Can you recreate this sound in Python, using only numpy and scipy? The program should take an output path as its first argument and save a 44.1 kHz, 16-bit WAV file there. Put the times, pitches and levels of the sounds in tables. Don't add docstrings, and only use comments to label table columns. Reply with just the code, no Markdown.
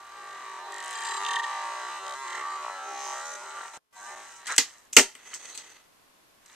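import sys
import numpy as np
from scipy import signal
from scipy.fft import rfft, irfft, next_fast_len
from scipy.io import wavfile
from scipy.ndimage import uniform_filter1d

SR = 44100
rng = np.random.default_rng(int(sys.argv[2]) if len(sys.argv) > 2 else 0)


def transcribe(signal):
    frames = np.atleast_2d(signal).T
    limited = np.clip(frames, -1, 1)
    pcm = np.round(limited * 32767).astype(np.int16)
    wavfile.write(sys.argv[1], SR, pcm)


N = 289119



def amp(db):
    return 10 ** (np.asarray(db) / 20)


def rms_one(x):
    return x / np.sqrt(np.mean(x ** 2) + 1e-20)


def evened(x, share, window_s):
    x = rms_one(x)
    power = uniform_filter1d(np.mean(x ** 2, axis=0), round(window_s * SR))
    return rms_one(x / (power + 1e-3) ** (share / 2))


def at_hz(points, hz):
    table = np.array(points)
    return np.interp(np.log(hz), np.log(table[:, 0]), table[:, 1])


def in_time(rows):
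    s, *columns = np.transpose(rows)
    return [np.interp(np.arange(N) / SR, s, c, left=-150, right=-150) for c in columns]


def colour(x, gain):
    size = next_fast_len(N)
    hz = np.arange(1, size // 2 + 2) * SR / size
    return irfft(rfft(x, size) * gain(hz), size)[..., :N]


def band(x, low_hz, high_hz, order=2):
    return signal.sosfilt(signal.butter(order, [low_hz, high_hz], "band", fs=SR, output="sos"), x)


def resonance(x, hz, width_hz):
    r = np.exp(-np.pi * width_hz / SR)
    poles = [1, -2 * r * np.cos(2 * np.pi * hz / SR), r * r]
    return signal.lfilter(np.array([1, 0, -1]) * (1 - r * r) / 2, poles, x)


def steep_resonance(x, hz, width_hz, skirt):
    return resonance(resonance(x, hz, width_hz), hz, skirt * width_hz)


def peaks_of(x, table):
    peaks = ((-1) ** k * amp(db) * resonance(x, hz, width) for k, (hz, width, db) in enumerate(table))
    return rms_one(sum(peaks))


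def ring(push, modes):
    click = np.eye(1, SR // 4)[0]
    ringing, response = 0, 0
    for k, (hz, level_db, t60) in enumerate(modes):
        r, w = amp(-60 / (t60 * SR)), 2 * np.pi * hz / SR
        zeros, poles = [0, np.sin(w)], [1, -2 * r * np.cos(w), r * r]
        gain = (-1) ** k * amp(level_db)
        ringing = ringing + gain * signal.lfilter(zeros, poles, push + 1e-18)
        response = response + gain * signal.lfilter(zeros, poles, click + 1e-18)
    return ringing / np.abs(response).max()


# frequency_hz, likeness (-1 to 1)
SIDE_LIKENESS = [(60, -0.26), (150, -0.15), (380, 1), (950, 0.92), (2380, 0.8), (5980, 0.19),
                 (15000, -0.54)]


def both_sides(mid, side):
    mid = colour(mid, lambda hz: np.sqrt(1 + np.clip(at_hz(SIDE_LIKENESS, hz), -1, 1)))
    side = colour(side, lambda hz: np.sqrt(1 - np.clip(at_hz(SIDE_LIKENESS, hz), -1, 1)))
    return np.array([mid + side, mid - side])


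# resonance_hz, width_hz, leak_db
PORTS = [(8113, 1200, -12.5), (6410, 930, -16)]


def ports(x):
    out = []
    for side, (hz, width, leak_db) in zip(x, PORTS):
        r = np.exp(-np.pi * width / SR)
        poles = [1, -2 * r * np.cos(2 * np.pi * hz / SR), r * r]
        out.append(signal.lfilter([sum(poles)], poles, side) + amp(leak_db) * side)
    return np.array(out)


# start_s, snippet_ms
LOOPS = [(0.0, 24.76), (0.125, 17.0), (0.235, 19.62), (0.355, 23.17), (0.455, 18.3), (0.535, 23.58),
         (0.595, 10.84), (0.675, 20.2), (0.845, 15.83), (0.945, 29.46), (1.095, 26.21), (1.185, 10.11),
         (1.235, 14.49), (1.275, 23.5), (1.375, 45.28), (1.455, 15.58), (1.515, 19.5), (1.645, 17.26),
         (1.755, 16.58), (1.895, 14.35), (1.995, 10.41), (2.065, 15.58), (2.155, 7.41), (2.235, 15.78),
         (2.265, 24.58), (2.375, 16.12), (2.42, 14.0), (2.465, 11.13), (2.525, 18.8), (2.575, 13.2),
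         (2.645, 16.73), (2.705, 10.54), (2.785, 14.38), (2.875, 14.95), (3.065, 20.95), (3.145, 15.96),
         (3.215, 12.02), (3.315, 18.96), (3.365, 8.41), (3.415, 22.49), (3.465, 12.74), (3.575, 21.3),
         (3.665, 18.8), (3.922, 9.6), (4.047, 8.41), (4.107, 13.4), (4.157, 18.41), (4.247, 23.61),
         (4.297, 15.78)]
SLOW_END_S = 4.44
# time_s, likeness (0 to 1)
REPEAT_LIKENESS = [(0, 0.67), (1.3, 0.98), (1.5, 0.87), (2.6, 0.92), (3.35, 0.95), (3.5, 0.55), (3.92, 0.6),
                   (4.2, .85), (4.4, 0.1)]
HANDOVER = 0.89
WAVER_SAMPLES = 0.45


def slow_motion(x, hold):
    out = x.copy()
    ends = [s for s, ms in LOOPS[1:]] + [SLOW_END_S]
    for (s, ms), end_s in zip(LOOPS, ends):
        start, end, lag = round(s * SR), round(end_s * SR), round(ms * SR / 1000)
        like = np.clip(np.interp(s, *np.transpose(REPEAT_LIKENESS)), 0, .995) ** hold
        for i in range(max(start, lag), end, lag):
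            stop = min(i + lag, end)
            keep = np.clip(HANDOVER, 0, like) if i == start else like
            late = round(abs(WAVER_SAMPLES * rng.standard_normal())) * (i > 2 * lag)
            back = lag + late
            out[:, i:stop] = keep * out[:, i - back:stop - back] + np.sqrt(1 - keep ** 2) * x[:, i:stop]
    return out


def grit(lumpy_db, lump_hz, hold):
    slow = signal.butter(2, lump_hz, fs=SR, output="sos")
    lumps = rms_one(signal.sosfilt(slow, rng.standard_normal(N)))
    grains = rms_one(rng.standard_normal((2, N)) * amp(lumpy_db * lumps))
    return both_sides(*slow_motion(grains, hold=hold))


TONE_GLIDE_S = 0.014


def on_repeat(hz):
    t, loops = np.arange(N) / SR, np.array(LOOPS)
    period_s = loops[np.searchsorted(loops[:, 0], t, "right") - 1, 1] / 1000
    held_hz = uniform_filter1d(np.round(hz * period_s) / period_s, round(TONE_GLIDE_S * SR) + 1)
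    return np.sqrt(2) * np.sin(2 * np.pi * np.cumsum(held_hz) / SR) * (t < SLOW_END_S)


# frequency_hz, level_db
AIR = [(15, -16.5), (25, -17), (173, -16.5), (257, -12), (301, -13.5), (703, -13.5), (940, -13.5),
       (1070, -9.5), (1230, -15), (8240, -24), (14000, -25)]
AIR_DB = -60.5


def air():
    noise = slow_motion(rng.standard_normal((2, N)), hold=0.69)
    return amp(AIR_DB) * rms_one(colour(noise, lambda hz: amp(at_hz(AIR, hz))))


WHINE_HZ = (928.3, 1162.6)
WHINE_DB = 3


def whine():
    return [amp(WHINE_DB) * on_repeat(hz) for hz in WHINE_HZ] + [0]


# rattle_db, hiss_db, first_singing_db, second_singing_db
ROLL = [
    [(0.0, -47.5, -13.5, -15.5, -9, -2), (0.17, -40.5, -15.5, -18.5, -23, -4),
     (0.56, -38.5, -14, -16.5, -8, -1), (0.66, -39, -13.5, -21, -6, -2.5),
     (0.91, -35, -11.5, -16, -11, -3.5), (1.07, -36, -9, -9.5, 0, -0.5), (1.23, -35.5, -8, -11.5, -4, 2),
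     (1.36, -31, -11.5, -13, -3, -2.5), (1.37, -36.5, -10.5, -15, 4, 2.5),
     (1.5, -34.5, -11, -14.5, -2.5, -1.5), (2.12, -34.5, -16, -16, -13, -2.5),
     (2.18, -39, -12, -11, -1, -3), (2.37, -32.5, -14.5, -15, -6, -11), (2.44, -34, -16, -19, -9, -2),
     (2.69, -35.5, -14.5, -16.5, -11.5, -2), (2.87, -34, -18.5, -20.5, -12.5, -13.5),
     (3.02, -36, -12.5, -15, -8.5, -7.5), (3.18, -34, -14.5, -12.5, -9.5, -5),
     (3.29, -36.5, -14.5, -10.5, -19, -4), (3.41, -38.5, -14.5, -10.5, -5.5, -14),
     (3.58, -36, -16, -14.5, -14.5, -3.5), (3.776, -44, -9.5, -5, -4, -13)],
    [(3.93, -63, -12, -4, -23, -1), (3.968, -48, -13.5, -5.5, -3, -7), (4.064, -41, -14, -7, -8.5, -5.5),
     (4.214, -40, -16, -12.5, -12, -11), (4.364, -47.5, -12, -3.5, -12.5, -18),
     (4.45, -45, -16, -16, -14, -4)],
]
# start_s, rise_s, hold_s, fade_s, rumble_db, then re it rattle_db, hiss_db
STROKES = [(4.446, 0.061, 0.012, 0.059, -33, -5.5, -4), (4.632, 0.0095, 0.046, 0.19, -48.5, -11.5, -4.5),
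           (6.414, 0.083, .05, 0.02, -56.5, -6.5, -3.5)]
STROKE_EDGE_DB = -15.5
# level_db of each, re the rumble
STROKE_SING_DB = (-14.5, -3.5)


def wheel_levels():
    passes = list(ROLL)
    for s, rise, hold, fade, db, rattle, hiss in STROKES:
        corners = zip(np.cumsum([0, rise, hold, fade]), [STROKE_EDGE_DB, 0, 0, STROKE_EDGE_DB])
        passes.append([(s + lag, db + edge, rattle, hiss, *STROKE_SING_DB) for lag, edge in corners])
    rows = []
    for rows_on in passes:
        first, last = rows_on[0], rows_on[-1]
        rows.append((first[0] - .002, -90, *first[2:]))
        rows += [tuple(row) for row in rows_on]
        rows.append((last[0] + .002, -90, *last[2:]))
    rows = np.array(rows)
    times = np.maximum.accumulate(rows[:, 0])
    return [np.interp(np.arange(N) / SR, times, column) for column in rows.T[1:]]


def throb_db(runs):
    t, out = np.arange(N) / SR, 0
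    for first, last, gap_ms, depth_db in runs:
        gap = (last - first) / max(round((last - first) * 1000 / gap_ms), 1)
        inside = (t > first - gap / 4) * (t < last + gap / 4)
        out = out + depth_db * np.cos(2 * np.pi * (t - first) / gap) * inside
    return out


# pitch_hz, width_hz
DESK = [(390, 45), (605, 23), (790, 70), (1350, 30), (1600, 62), (2050, 110)]
# time_s, then level_db of each desk resonance
DESK_LEVELS = [
    [(0.0, -59, -61, -60, -60, -59, -68), (0.07, -71, -68, -62, -59, -58, -65),
     (0.28, -56, -57, -52, -60, -54, -59), (0.42, -61, -60, -63, -59, -57, -60),
     (0.53, -57, -57, -66, -65, -67, -51), (0.64, -52.5, -53, -44, -65, -60, -62),
     (0.71, -49.5, -52, -46, -50, -54, -56), (0.93, -59, -60, -53, -49, -55, -52),
     (1.17, -54, -63, -52, -56, -47, -49), (1.21, -52, -61, -47, -59, -60, -52),
     (1.37, -54.5, -54, -48, -53, -45, -47), (1.51, -59, -51, -42, -51, -62, -43),
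     (1.81, -53, -46, -54, -42, -44, -44), (1.9, -54, -59, -58, -42, -50, -49),
     (1.96, -61, -52, -50, -47, -50, -55), (2.03, -53.5, -48, -58, -42, -58, -54),
     (2.14, -64, -43.5, -58, -50, -51, -45), (2.18, -56, -70, -64, -49, -48, -47),
     (2.39, -52.5, -50, -51, -40, -60, -36.5), (2.45, -57, -67, -48, -57, -50, -45),
     (2.53, -54, -61, -59, -49, -47, -60), (2.64, -53, -47, -56, -52, -59, -62),
     (2.81, -66, -55, -51, -37, -49, -54), (2.88, -49.5, -48, -55, -37, -51, -56),
     (3.09, -55.5, -50, -51, -61, -61, -57), (3.15, -63, -47, -46, -45, -49, -54),
     (3.26, -68, -52, -57, -45, -47, -54), (3.36, -56, -47, -55, -40.5, -47, -55),
     (3.39, -58, -48, -52, -46, -60, -57), (3.47, -54, -60, -69, -43, -59, -59),
     (3.62, -58.5, -54, -55, -44, -47, -53), (3.7, -69, -66, -62, -48, -61, -61),
     (3.75, -64, -53, -54, -51, -59, -65), (3.79, -75, -67, -63, -59, -58, -66)],
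    [(3.93, -93, -93, -83, -71, -68, -74), (3.98, -81, -70, -54, -63, -50.5, -63),
     (4.054, -68, -59, -48, -60, -42, -65), (4.13, -61, -50.5, -51, -60, -54, -64),
     (4.322, -76, -68, -63, -51, -59, -60), (4.406, -67, -68, -69, -55, -62, -66),
     (4.44, -74, -70, -64, -63, -57, -64)],
]


def desk_ring(grain):
    gains = sum(amp(in_time(rows)) for rows in DESK_LEVELS)
    out = 0
    for k, ((hz, width), gain) in enumerate(zip(DESK, gains)):
        out = out + (-1) ** k * gain * evened(steep_resonance(grain, hz, width, 3), share=.6, window_s=.03)
    return out


# frequency_hz, level_db
RUMBLE = [(100, -34), (230, -13.5), (450, -2.5), (800, 4.5), (1200, -2), (2000, -9), (2600, -14.5),
          (3500, -49)]
# pitch_hz, width_hz
SINGING = [(925, 150), (1165, 130), (1830, 380)]
SING_TOP_DB, SING_TOP_FOLLOWS = 7.5, 0.91
# pitch_hz, width_hz, level_db
RATTLE = [(2906, 130, 20), (3320, 94, 26), (3536, 250, -5), (4074, 67, 31.5), (4570, 28, 8.5)]
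# first_peak_s, last_peak_s, gap_ms, depth_db
THROBS = [(0.95, 1.056, 30.7, 2.5), (1.074, 1.09, 15, 6.5), (1.113, 1.169, 27.5, 3),
          (1.206, 1.236, 10.2, 4.5), (1.251, 1.266, 14.5, 5), (1.289, 1.361, 24, 5.5),
          (1.395, 1.44, 45, 6.5), (2.067, 2.139, 15.6, 6.5), (2.279, 2.354, 25, 3),
          (2.378, 2.411, 16.3, 2.5), (2.893, 2.994, 14.7, 4), (3.006, 3.142, 7.2, 6),
          (3.168, 3.215, 15.7, 3), (3.258, 3.319, 12.8, 4), (3.338, 3.355, 20, 5.5)]
RATTLE_THROB = 0.79
# first_peak_s, last_peak_s, gap_ms, depth_db
WOOD_THROBS = [(1.067, 1.097, 15, 3.5), (1.123, 1.178, 27.5, 3.5), (1.205, 1.226, 10.3, 4),
               (1.243, 1.258, 14.5, 2), (1.324, 1.373, 24.5, 3.5), (2.267, 2.342, 25, 1.5),
               (2.382, 2.415, 16.3, 4), (2.427, 2.455, 14, 3.5), (2.473, 2.485, 12, 3),
               (2.504, 2.557, 18, 2.5), (2.649, 2.699, 16.7, 4), (2.913, 3.049, 15.1, 3),
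               (3.069, 3.132, 21, 3.5), (3.59, 3.656, 22, 3.5)]
HISS_TOP_DB = -19.5


def rolling():
    wood_db, rattle_db, hiss_db, *sing_db = wheel_levels()
    sing_db.append(SING_TOP_DB + SING_TOP_FOLLOWS * rattle_db)
    coarse = grit(lumpy_db=-2.5, lump_hz=121.0, hold=0.65)
    fine = grit(lumpy_db=5.5, lump_hz=304, hold=1.0)

    rumble = colour(coarse, lambda hz: amp(at_hz(RUMBLE, hz)))
    wood = amp(-14.5) * evened(rumble, share=0.18, window_s=0.064)
    for k, ((hz, width), db, tone) in enumerate(zip(SINGING, sing_db, whine())):
        ringing = evened(steep_resonance(coarse, hz, width, 4), share=0.12, window_s=0.0086)
        wood += (-1) ** k * amp(db - 6.5) * (tone + ringing)

    chatter = peaks_of(fine, RATTLE) + amp(3) * rms_one(band(fine, 2200, 5200))
    rattle = evened(band(chatter, 1700, 12000), share=0.18, window_s=0.023)

    bright = band(grit(lumpy_db=4.5, lump_hz=293.3, hold=1.0), 5200, 8700)
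    hiss = evened(ports(bright), share=0.89, window_s=0.067)
    hiss = hiss + amp(HISS_TOP_DB) * rms_one(band(fine, 6700, 20000))

    throb, pulse = throb_db(THROBS), amp(throb_db(WOOD_THROBS))
    wheels = pulse * wood + amp(rattle_db + RATTLE_THROB * throb) * rattle + amp(hiss_db + throb) * hiss
    return amp(-4.5) * pulse * desk_ring(coarse) + amp(wood_db) * wheels


# first_s, last_s, gap_ms,
# tick_db, rattle_db, jingle_db, knock_db, contact_ms,
# knock_lag_ms (a negative lag wraps to the end of the 45 ms burst)
REPEATED_TICKS = [(.7218, .8026, 20.2, -27.5, -44, -44, -41.5, 0.62, 7),
                  (.953, 1.018, 32.5, -47, -42, -34, -39.5, 3.2, 7),
                  (1.048, 1.086, 19, -38, -41.5, -31, -36.5, 3.9, 7),
                  (1.109, 1.166, 28.5, -34, -43, -31.5, -38, 5.1, 7),
                  (1.204, 1.234, 10.1, -36, -42, -53, -43.5, 0.93, 7),
                  (1.2485, 1.263, 14.5, -39, -26.5, -43, -39, 0.97, 6.5),
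                  (1.285, 1.3074, 22.4, -32, -28.5, -51, -29.5, 2.5, 6.6),
                  (1.3319, 1.3568, 25, -33, -28.5, -52.5, -29, 2.9, 7),
                  (1.3872, 1.4325, 45.3, -37, -33.5, -52.5, -28, 4.1, 6.5),
                  (2.278, 2.352, 24.6, -52, -44, -47, -39, 1.5, -0.5),
                  (2.3765, 2.4095, 16.4, -51, -46, -46, -42, 1.2, -1),
                  (2.472, 2.484, 12, -55, -52, -49, -47, 1, 0),
                  (2.503, 2.556, 17.8, -55, -52, -42, -46, 1, 0)]
COPY_SPREAD_DB, COPY_FRESH = 1.5, 0.13
# time_s, tick_db
TICKS = [(.8265, -27), (.839, -24), (0.846, -24), (.8595, -29), (.865, -29), (.875, -28), (0.8802, -25),
         (.8915, -25), (0.903, -30), (.909, -22), (0.918, -27), (0.929, -25), (0.936, -22.5), (.969, -33),
         (0.975, -26), (1, -30), (1.0064, -23), (1.036, -21.5)]
TICK_RATTLE_DB, TICK_MS = -18, 0.63
# pitch_hz, width_hz, level_db
AXLE = [(2810, 80, 5.5), (3150, 115, 9.5), (3600, 110, 5), (3710, 83, 0.5), (4010, 62, -4.5)]
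# pitch_hz, width_hz, level_db
JINGLE = [(3000, 93, -3), (4010, 70, -2), (4700, 82, -4.5), (6740, 90, -16.5), (7520, 150, -9),
          (8250, 230, -14)]
# pitch_hz, level_db, t60_s
KNOCK = [(1806, 0.5, 0.037), (1864, 0.5, 0.049), (1984, -12, .02)]


def axle_ticks(tick_db, rattle_db, jingle_db, knock_db):
    pushes, t = np.zeros((4, N)), np.arange(2000) / SR
    click = np.eye(1, 2000)[0]
    single = [(s, s, 1, db, db + TICK_RATTLE_DB, -90, -90, TICK_MS, 0) for s, db in TICKS]
    runs = REPEATED_TICKS + single
    for (first, last, gap, *levels_db, ms, lag_ms), held in zip(runs, rng.standard_normal((len(runs), 2000))):
        phase = t * 1000 / ms
        late_click = np.roll(click, round(lag_ms * SR / 1000))
        for s in np.linspace(first, last, round((last - first) * 1000 / gap) + 1):
            noise = rng.standard_normal(2000)
            chatter = (held + COPY_FRESH * noise) * phase * np.exp(1 - phase)
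            gains = amp(levels_db + COPY_SPREAD_DB * noise[-4:])
            shapes = [chatter + 3 * click, 0.94 * chatter + 9 * click, 0.95 * chatter + 12 * click, late_click]
            pushes[:, round(s * SR):round(s * SR) + 2000] += gains[:, None] * shapes
    tick, rattle, jingle, knock = pushes + 1e-18
    rattle = sum(amp(db) * steep_resonance(rattle, hz, width, 4) for hz, width, db in AXLE)
    jingle = sum(amp(db) * steep_resonance(jingle, hz, width, 4) for hz, width, db in JINGLE)
    tick_and_rattle = amp(tick_db) * band(tick, 6100, 12000) + amp(rattle_db) * rattle
    return tick_and_rattle + amp(jingle_db) * jingle + amp(knock_db) * ring(knock, KNOCK)


# time_s, upper_hz, upper_db, lower_hz, lower_db
EXTRA_TONES = [(2.55, 1290, -64, 791, -63), (2.72, 1320, -42, 790, -59), (2.95, 1325, -57, 799, -44),
               (3.2, 1337, -45.5, 820, -53.5), (3.27, 1415, -49, 835, -52), (3.55, 1400, -54, 833, -62),
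               (3.7, 1343, -55, 800, -65), (3.775, 1328, -51, 880, -51)]


def extra_tones():
    upper_hz, upper_db, lower_hz, lower_db = in_time(EXTRA_TONES)
    return amp(upper_db) * on_repeat(upper_hz) + amp(lower_db) * on_repeat(lower_hz)


# time_s, level_db
SHEEN = [(2.78, -80), (2.84, -52), (2.94, -50), (3.066, -42), (3.2, -49), (3.246, -67), (3.256, -44.5),
         (3.36, -48), (3.372, -80)]
# pitch_hz, width_hz, level_db
SHEEN_PEAKS = [(5560, 300, -5), (5640, 170, -1.5), (6050, 310, 1.5), (6385, 200, 1), (6750, 220, -5)]


def sheen():
    level_db, = in_time(SHEEN)
    noise = peaks_of(grit(lumpy_db=0.5, lump_hz=200, hold=1.0), SHEEN_PEAKS)
    return amp(level_db + throb_db(THROBS)) * evened(noise, share=0.82, window_s=0.05)


# pitch_hz, width_hz, level_db
SCRAPE = [(1300, 250, -3.5), (1670, 160, -4)]
SCRAPE_PEAK_S, SCRAPE_WIDTH_S, SCRAPE_DB = 4.517, 0.019, -31


def scrape():
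    noise = both_sides(*rng.standard_normal((2, N)))
    swell = np.exp(-.5 * ((np.arange(N) / SR - SCRAPE_PEAK_S) / SCRAPE_WIDTH_S) ** 2)
    return amp(SCRAPE_DB) * swell * peaks_of(noise, SCRAPE)


TAIL_UNTIL_S = 4.8


def struck(push, modes):
    tail, table = np.arange(N) < TAIL_UNTIL_S * SR, np.array(modes)
    return ring(push * tail, table[:, [0, 1, 3]]) + ring(push * ~tail, table[:, [0, 2, 3]])


# pitch_hz, tail_db, wheels_db, t60_s
DECK = [(1127, -9.5, -8, 0.02), (1395, -9.5, -3.5, 0.014), (1683, -6, -7, 0.021), (1850, -6, -3.5, 0.018),
        (2005, 1, -0.5, 0.022), (2164, -9, -1, 0.012), (2374, -6, -4.5, 0.021), (2640, -10, -2, 0.0086),
        (2820, -10.5, -5.5, 0.027), (3078, -5.5, -3, .012), (3283, -12.5, -12.5, 0.0082)]
# pitch_hz, tail_db, wheels_db, t60_s
THUD = [(223, -12.5, -20.5, .09), (284, -5, -9, .07), (323, -6, -12.5, 0.053), (389.5, -7, -1, .065),
        (480, -6, -10, 0.046), (602, -11.5, -6.5, 0.096), (719.5, -7.5, -9, 0.035), (840, 1, -6.5, 0.067),
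        (947, -0.5, -9, .04)]
SOFT_CONTACT_MS = 0.38
JOLT_HZ, JOLT_DB = 65.4, -15.5


def knocks(rows, crack_db, deck_db, thud_db):
    pushes, t = np.zeros((3, N + 2000)), np.arange(2000) / SR
    soft = t * np.exp(-t * 2000 / SOFT_CONTACT_MS)
    for (s, *levels_db, ms), noise in zip(rows, rng.standard_normal((len(rows), 2000))):
        burst = noise * np.exp(-t * 1000 / ms)
        shapes = [burst / np.abs(burst).max(), burst / np.linalg.norm(burst), soft / soft.sum()]
        pushes[:, round(s * SR):round(s * SR) + 2000] += amp(levels_db)[:, None] * shapes
    crack, deck, thud = pushes[:, :N] + 1e-18
    jolt = amp(JOLT_DB) * SR / JOLT_HZ / 20 * band(thud, 7.7, JOLT_HZ)
    desk = band(struck(thud, THUD), 190, 3000) + jolt
    return amp(crack_db) * band(crack, 2300, 12000) + amp(deck_db) * struck(deck, DECK) + amp(thud_db) * desk


# frequency_hz, t60_s
ROOM_TAIL = [(150, 0.13), (500, 0.12), (2000, 0.14), (6000, 0.14), (12000, 0.11)]
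LATE_DB, LATE_STRETCH, LATE_FROM_HZ = -22, 2.7, 700


def room(x):
    t, tail = np.arange(SR) / SR, 0
    white = [both_sides(*rng.standard_normal((2, N)))[:, :SR] for k in range(2)]
    for k, hz in enumerate(125 * 2. ** np.arange(8)):
        fall_db = -60 * t / at_hz(ROOM_TAIL, hz)
        late = amp(LATE_DB + fall_db / LATE_STRETCH) * (hz > LATE_FROM_HZ)
        octave = band(white[k % 2], hz / np.sqrt(2), min(hz * np.sqrt(2), SR / 2.5))
        tail = tail + octave * (amp(fall_db) + late)
    tail = tail * np.clip(t / 0.00014, 0, 1)
    return signal.fftconvolve(x[None], tail / np.linalg.norm(tail, axis=1, keepdims=True))[:, :N]


# time_s, low_db, middle_db, high_db
DRAG = [(5.15, -66, -77, -83), (5.2, -55.5, -66, -61), (5.28, -52, -66, -49.5), (5.33, -49, -54.5, -49.5),
        (5.4, -53, -60, -50.5), (5.49, -48.5, -55, -44), (5.56, -53.5, -50.5, -53), (5.63, -53, -61, -54),
        (5.72, -54.5, -63.5, -55), (5.77, -59, -64, -63), (5.859, -67, -80, -76), (5.9, -86, -93.5, -89)]
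# pitch_hz, width_hz, level_db
DRAG_LOW = [(378, 260, -7), (876, 195, -3), (1256, 350, -3.5), (1980, 170, 2), (2570, 220, -3),
            (3230, 560, -6)]
DRAG_MIDDLE = [(4000, 330, -2), (4450, 150, 0.5)]
DRAG_HIGH = [(6220, 390, -1.5), (7040, 410, -6), (7750, 350, -7.5), (8800, 730, -8.5), (11500, 5300, -16)]


def drag():
    rub = grit(lumpy_db=2.5, lump_hz=50, hold=1)
    out = 0
    for db, table in zip(in_time(DRAG), (DRAG_LOW, DRAG_MIDDLE, DRAG_HIGH)):
        heard = db > -100
        group = rms_one(ports(peaks_of(rub, table)) * heard) * np.sqrt(np.mean(heard))
        out = out + amp(db) * group
    return out


# time_s, crack_db, deck_db, thud_db, contact_ms, echo_db (re blow)
BLOWS = [(4.468, -35, -47, -74, 1.3, 11), (4.473, -27, -32.5, -72, 4.6, -1), (4.5575, -28, -50, -70, 1, -1),
         (4.5636, -17.5, -40, -66, 1.5, -8), (4.5806, 4, -14, -29, 3.5, -6.5),
         (4.5978, -40, -27.5, -46, 3.8, 2), (4.928, -30, -61, -66, 2, -7),
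         (4.9307, -15.5, -59, -67, 3.1, -4.5), (4.964, -26, -29, -70, 1.5, -8),
         (4.9663, 8.5, -9.5, -20, 2.2, -6), (4.9685, 0.5, -2.5, -16, 1.3, -0.5),
         (4.9785, -13, -24, -40, .8, -10), (4.9844, -3, -12, -22.5, 2, -3.5),
         (4.9938, -10, -14, -23, 1.7, -3), (4.9978, -18, -25, -37, 1.5, -6),
         (5.1514, -33, -39.5, -59, 2, -5), (5.332, -51, -37, -70, 2.7, -9),
         (5.3397, -21.5, -40, -81, .6, -6.5), (5.347, -24, -52, -76, 0.77, -13),
         (5.35, -31, -41, -77, 1.2, -5), (5.4961, -40, -60, -75, 2, -1), (5.547, -35, -49, -68, 2, -3),
         (5.5514, -29, -58, -77, 2, 0), (5.576, -19.5, -63, -56, 0.87, -9),
         (5.7018, -38.5, -57, -79, 2, -3), (6.4602, -39.5, -56.5, -76.5, 2.4, -7)]
ROLL_PAN_DB = -0.46
TREBLE_STOP_HZ = 14382


def scene():
    blows = knocks([row[:5] for row in BLOWS], crack_db=-7.5, deck_db=3.5, thud_db=6.5)
    sharp = [(s, *np.add(levels_db, echo_db), .2) for s, *levels_db, ms, echo_db in BLOWS]
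    fronts = knocks(sharp, crack_db=3.5, deck_db=-0.5, thud_db=9.5)
    echo = room(fronts)
    ticks = axle_ticks(tick_db=-17.5, rattle_db=4.5, jingle_db=5.5, knock_db=1.0)

    roll = (rolling() + extra_tones()) * amp([[ROLL_PAN_DB / 2], [-ROLL_PAN_DB / 2]])
    echo_heard = ports(echo) + amp(-2) * band(echo, 10500, 14000)
    blow_edge = amp(-3) * band(blows, 11500, 15500)
    steady = roll + sheen() + scrape() + drag() + echo_heard + air()
    edged = signal.sosfilt(signal.cheby2(14, 50, TREBLE_STOP_HZ, fs=SR, output="sos"), steady)
    return edged + ports(np.array([blows + ticks] * 2)) + blow_edge


# start_s, end_s, level_db
DROPOUTS = [(1.41, 1.434, -1), (1.99, 2.031, -1.5), (3.689, 3.735, -3.5), (3.784, 3.926, -10.5),
            (3.794, 3.909, -6.5), (4.153, 4.158, -17)]
LEFT_LAG_SAMPLES = 1
CUTOFF_HZ = 15750


def record(dry):
    t = np.arange(N) / SR
    dip_db = sum(db * ((t > start) & (t < end)) for start, end, db in DROPOUTS)
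    heard = np.array([np.roll(dry[0], LEFT_LAG_SAMPLES), dry[1]]) * amp(dip_db)
    overloaded = np.clip(heard, -.95, .95)
    return signal.sosfilt(signal.cheby2(12, 60, CUTOFF_HZ, fs=SR, output="sos"), overloaded)


dry = scene()
out = record(dry)
transcribe(out)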